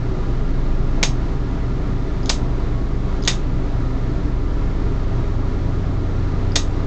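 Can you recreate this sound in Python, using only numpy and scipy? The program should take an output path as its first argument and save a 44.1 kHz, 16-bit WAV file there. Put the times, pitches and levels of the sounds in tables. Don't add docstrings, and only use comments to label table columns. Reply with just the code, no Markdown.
import sys
import numpy as np
from scipy import signal
from scipy.fft import rfft, irfft, next_fast_len
from scipy.io import wavfile
from scipy.ndimage import uniform_filter1d, minimum_filter1d, map_coordinates

SR = 44100
rng = np.random.default_rng(int(sys.argv[2]) if len(sys.argv) > 2 else 0)


def transcribe(u):
    v = np.clip(np.atleast_2d(u).T, -1, 1)
    q = np.round(v * 32767).astype(np.int16)
    wavfile.write(sys.argv[1], SR, q)


N = 302646
T = np.arange(N) / SR
SPAN = SR // 4

# frequency in Hz, gain in dB.
AIR_COLOUR = [(20, -1), (80, 0), (130, -1), (205, -12), (280, -10), (400, -12.5), (500, -14), (750, -16.5),
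              (1300, -24.2), (1650, -29.5), (2250, -28.5), (2800, -32), (4000, -32), (5000, -36.5),
              (6500, -40), (9000, -41.5)]
# frequency in Hz, width in Hz, gain over the rush in dB.
HOUSING_MODES = [(138, 5, 9.5), (178, 9, 13.5), (261, 19, 13.0), (295, 8, 14.0), (337, 8, 10.5),
                 (377, 21, 10.5), (408, 20, 8.5), (472, 8, 5.5), (591, 57, -0.5), (664, 16, 5.0),
                 (801, 15, 3.5), (925, 9, 3.0), (972, 25, 6.5), (1109, 13, 9.0), (1197, 9, 11.0),
                 (1232, 19, 11.0), (1321, 15, 9.0), (1389, 41, 9.0), (1509, 34, 4.0), (1651, 39, 9.0),
                 (1746, 24, 8.5), (1855, 33, 5.5), (2000, 73, 4.5), (2150, 27, 4.5)]
AIR_DB = -26
FAN_HZ, BLOWER_HZ, MOTOR_HZ, MAINS_HZ = 24.205, 24.94, 58.3, 60.165
# (multiple of that rate, rms level in dB).
ROTORS = [(FAN_HZ, [(1, -62), (2, -27.5), (3, -38.5), (4, -46), (6, -42.5), (7, -51), (8, -41), (9, -44)]),
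          (BLOWER_HZ, [(1, -20), (3, -45), (6, -40.5)]), (MOTOR_HZ, [(1, -31), (2, -33)]),
          (MAINS_HZ, [(2, -33), (4, -45)])]
DRONE_HZ, DRONE_DB, SWELL_DB, SWELL_START_S, SWELL_S = 92.46, -37, 11, 3.62, 1.96

# delay in seconds, level in dB.
ECHOES = [(.0012, -36), (.0041, -16.5), (.0074, -14.5), (0.017, -38)]
# frequency in Hz, gain in dB.
ROOM_COLOUR = [(200, -20), (700, 3), (1500, -1), (2200, -7.5), (2800, 0), (3700, 1), (4600, -1.5),
               (6300, -0.5), (7100, -0.5), (9000, 1.5)]
ROOM_DB, ROOM_T60_S = -6.5, 0.19

# frequency in Hz, level in dB, t60 in seconds.
CLIPPER_MODES = [(1940, -37, 0.14), (2440, -37, 0.066), (2720, -35.5, 0.033), (3400, -37.5, 0.04),
                 (3710, -38.5, 0.035), (3980, -30, .025), (4440, -39, .03), (4730, -35, 0.025),
                 (4900, -35, 0.025), (5330, -35, 0.025), (5450, -35.5, .025), (6500, -34.5, .025),
                 (6500, -25.5, 0.023), (6900, -33, .03), (7830, -31, .025)]
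# frequency in Hz, level in dB, t60 in seconds.
HANDLE_MODES = [(560, -3.5, 0.0043), (710, -20.5, 0.0033), (920, -14.5, 0.0095)]
# frequency in Hz, gain in dB.
CRACK_COLOUR = [(200, 13), (700, -4.5), (1400, -4.5), (2050, 5), (3050, -1), (3700, 3.5), (4300, 2),
                (4850, 3), (6500, 2.5), (8000, 1.5), (12000, -15.5)]
# start in seconds, relative level in dB,
# bite from 0 (skid) to 1 (tick).
SLIPS = [(2.231, -18.5, 0.2), (2.258, -9.5, 0.7), (3.221, -22, 0.6), (3.2255, -14.5, .1), (3.237, -15, 0.8),
         (3.2507, -12, 1), (3.2625, -20, 0.8), (6.5183, -17, 0.05)]
# frequency in Hz, width in Hz.
BITE_BANDS = [(3750, 2000), (6200, 1600)]
SKID_HZ, SKID_WIDTH_HZ = 4930, 620
SLIP_ROOM_DB, SLIP_WALL_S = 4, 0.003
# snap time in seconds, snap level in dB, snap decay in seconds, snap high-pass in Hz,
# nail pitch in Hz, nail ring in dB, splinter lead in seconds, splinter level in dB, tear level in dB,
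# tear pitch in Hz, tear ring in dB, jaw delay in seconds, clack level in dB, handle knock in dB,
# gain of the body band in dB, extra room in dB. Levels are relative.
SNIPS = [(1.0292, 3.5, 0.00039, 350, 2320, -8.5, .0012, -20, -5.5, 4100, -14, .0059, -4, -7.5, 2, 1),
         (2.2944, -5.5, 0.0022, 900, 3800, -3.5, 0.00119, -9, -0.5, 5000, -10, .0064, -4, -8, -1.5, 1.5),
         (3.2759, 3.5, 0.00049, 496, 3420, -3.5, 0.0027, -23, -0.5, 3480, -8, .006, -4.5, -11, 3, 1),
         (6.5589, 1, 0.00025, 300, 3540, -7, .0025, -5, 0.5, 3730, -6, .0062, -7, -9.5, -2.5, 1)]
SNIP_DB = 3.5
SPLINTER_DECAY_S, SPLINTER_HIGHPASS_HZ = 0.00055, 2500
TEAR_AFTER_S, TEAR_DECAY_S, TEAR_HIGHPASS_HZ = 0.0032, 0.00057, 2080
CLACK_DECAY_S, CLACK_HIGHPASS_HZ = 0.00046, 750
NAIL_WIDTH_HZ, NAIL_ROOM_DB = 320, -12
BODY_HZ, BODY_WIDTH_HZ = 2150, 1100

# frequency in Hz, gain in dB.
RECORDER_COLOUR = [(6000, -0.5), (7000, -2), (7600, -8), (8200, -14.5), (8700, -26.5), (9200, -44.5),
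                   (10000, -67)]
CUTOFF_HZ = 15700


def from_db(db):
    return 10 ** (np.asarray(db) / 20)


def rms_one(x):
    return x / np.sqrt(np.mean(x ** 2) + 1e-20)


def add(track, start_s, sound):
    part = track[round(start_s * SR):][:len(sound)]
    part += sound[:len(part)]


def colour(x, points):
    size = 2 * next_fast_len(len(x))
    hz, db = np.transpose(points)
    bins_hz = np.maximum(np.fft.rfftfreq(size, 1 / SR), 1)
    gain_db = np.interp(np.log(bins_hz), np.log(hz), db)
    cepstrum = irfft(np.log(from_db(gain_db)))
    cepstrum[1:size // 2] *= 2
    cepstrum[size // 2 + 1:] = 0
    return irfft(rfft(x, size) * np.exp(rfft(cepstrum)))[:len(x)]


def resonance(x, hz, width_hz):
    r = np.exp(-np.pi * width_hz / SR)
    zeros = np.array([1, 0, -1]) * (1 - r * r) / 2
    poles = [1, -2 * r * np.cos(2 * np.pi * hz / SR), r * r]
    return signal.lfilter(zeros, poles, x)


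def drift(rate_hz):
    knots = rng.standard_normal(1024)
    return rms_one(map_coordinates(knots, [T * rate_hz], mode="wrap"))


def air(flutter_db=0.53):
    rush = rng.standard_normal(N)
    for hz, width_hz, db in HOUSING_MODES:
        rush = rush + from_db(db) * resonance(rng.standard_normal(N), hz, width_hz)
    level = from_db(AIR_DB + flutter_db * drift(8))
    return level * rms_one(colour(rush, AIR_COLOUR))


def tone(hz, db, waver_db=1.6, sway_rad=0.11):
    phase = 2 * np.pi * (hz * T + rng.random()) + sway_rad * drift(1.2)
    level = np.sqrt(2) * from_db(db + waver_db * drift(2.2))
    return level * np.sin(phase)


def hum():
    lines = sum(tone(k * hz, db) for hz, orders in ROTORS for k, db in orders)
    swell = np.clip((T - SWELL_START_S) / SWELL_S, 0, 1)
    return lines + tone(DRONE_HZ, DRONE_DB + SWELL_DB * swell)


def burst(decay_s, passes=3):
    fade = np.exp(-T[:SPAN] / decay_s)
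    x = rng.standard_normal(SPAN) * fade
    for _ in range(passes):
        flat = irfft(np.exp(1j * np.angle(rfft(x))), SPAN)
        x = np.sign(flat) * fade
    return x / np.linalg.norm(x)


def room(x, extra_db=0, first_wall_s=0.006):
    response = np.zeros(SPAN)
    for delay_s, db in ECHOES:
        response[round(delay_s * SR)] += from_db(db)
    tail = colour(burst(ROOM_T60_S / np.log(1000)), ROOM_COLOUR)
    add(response, first_wall_s, from_db(ROOM_DB + extra_db) * tail)
    return x + signal.fftconvolve(x, response)[:len(x)]


def ring(force, hz, t60_s):
    r = from_db(-60 / (t60_s * SR))
    w = 2 * np.pi * hz / SR
    return signal.lfilter([0, np.sin(w)], [1, -2 * r * np.cos(w), r * r], force + 1e-18)


def crumble(decay_s, grit=0.83, count=7):
    force = signal.unit_impulse(SPAN) + 1e-18
    r = np.exp(-1 / (decay_s * SR))
    for hz in np.linspace(1500, 7500, count) + rng.uniform(-400, 400, count):
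        poles = [1, -2 * r * np.cos(2 * np.pi * hz / SR), r * r]
        force = signal.lfilter(poles[::-1], poles, force)
    phase = np.angle(rfft(force + grit * burst(2 * decay_s)))
    return irfft(np.exp(1j * phase), SPAN) * np.exp(-T[:SPAN] / (20 * decay_s))


def creak(hz, width_hz, decay_s=0.00045, gain_db=10.0):
    scrape = crumble(decay_s, grit=0.71)
    focused = resonance(resonance(scrape, hz, width_hz), hz, width_hz)
    return from_db(gain_db) * focused


def slip(bite, skid_db=4.5):
    bite = np.clip(bite, 0, 1)
    skid = from_db(skid_db) * creak(SKID_HZ, SKID_WIDTH_HZ)
    tick = sum(creak(hz, width_hz) for hz, width_hz in BITE_BANDS)
    return (1 - bite) * skid + bite * tick


def contact(decay_s, highpass_hz, crack_db=10.0):
    highpass = signal.butter(1, highpass_hz, "high", fs=SR, output="sos")
    force = signal.sosfilt(highpass, crumble(decay_s))
    steel = sum(from_db(db) * ring(force, hz, t60_s) for hz, db, t60_s in CLIPPER_MODES)
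    return from_db(crack_db) * colour(force, CRACK_COLOUR) + steel


def nail(decay_s, hz, width_hz=450, gain_db=25.0):
    return from_db(gain_db) * resonance(crumble(decay_s), hz, width_hz)


def fracture(decay_s, highpass_hz, hz, ring_db, room_db):
    horn = from_db(ring_db) * nail(decay_s, hz, NAIL_WIDTH_HZ)
    return room(contact(decay_s, highpass_hz), room_db) + room(horn, NAIL_ROOM_DB)


def handle_knock():
    click = signal.unit_impulse(SPAN)
    return sum(from_db(db) * ring(click, hz, t60_s) for hz, db, t60_s in HANDLE_MODES)


def clippers():
    out = np.zeros(N)
    knock = handle_knock()
    for (snap_s, snap_db, decay_s, highpass_hz, nail_hz, ring_db, lead_s, splinter_db,
         tear_db, tear_hz, tear_ring_db, shut_s, clack_db, knock_db, body_db, room_db) in SNIPS:
        splinter = from_db(splinter_db) * room(contact(SPLINTER_DECAY_S, SPLINTER_HIGHPASS_HZ), room_db)
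        snap = from_db(snap_db) * fracture(decay_s, highpass_hz, nail_hz, ring_db, room_db)
        tear = fracture(TEAR_DECAY_S, TEAR_HIGHPASS_HZ, tear_hz, tear_ring_db, room_db)
        tear = from_db(tear_db) * tear
        jaws = from_db(clack_db) * contact(CLACK_DECAY_S, CLACK_HIGHPASS_HZ)
        clack = room(jaws + from_db(knock_db) * knock, room_db)
        steps = ((-lead_s, splinter), (0, snap), (TEAR_AFTER_S, tear), (shut_s, clack))
        for after_s, step in steps:
            body = (from_db(body_db) - 1) * resonance(step, BODY_HZ, BODY_WIDTH_HZ)
            add(out, snap_s + after_s, step + body)
    for start_s, db, bite in SLIPS:
        add(out, start_s, from_db(db) * room(slip(bite), SLIP_ROOM_DB, SLIP_WALL_S))
    return from_db(SNIP_DB) * out


def scene():
    return (air() + hum() + clippers())[None]


def limit(x, ceiling, size=45):
    gain = minimum_filter1d(ceiling / np.maximum(np.abs(x), ceiling), size)
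    return x * uniform_filter1d(uniform_filter1d(gain, size), size)


def record(dry):
    limited = limit(colour(dry[0], RECORDER_COLOUR), 0.69)
    held = np.clip(limited, -0.72, 0.72)
    lowpass = signal.cheby2(12, 60, CUTOFF_HZ, fs=SR, output="sos")
    return signal.sosfilt(lowpass, held)[None]


dry = scene()
out = record(dry)
transcribe(out)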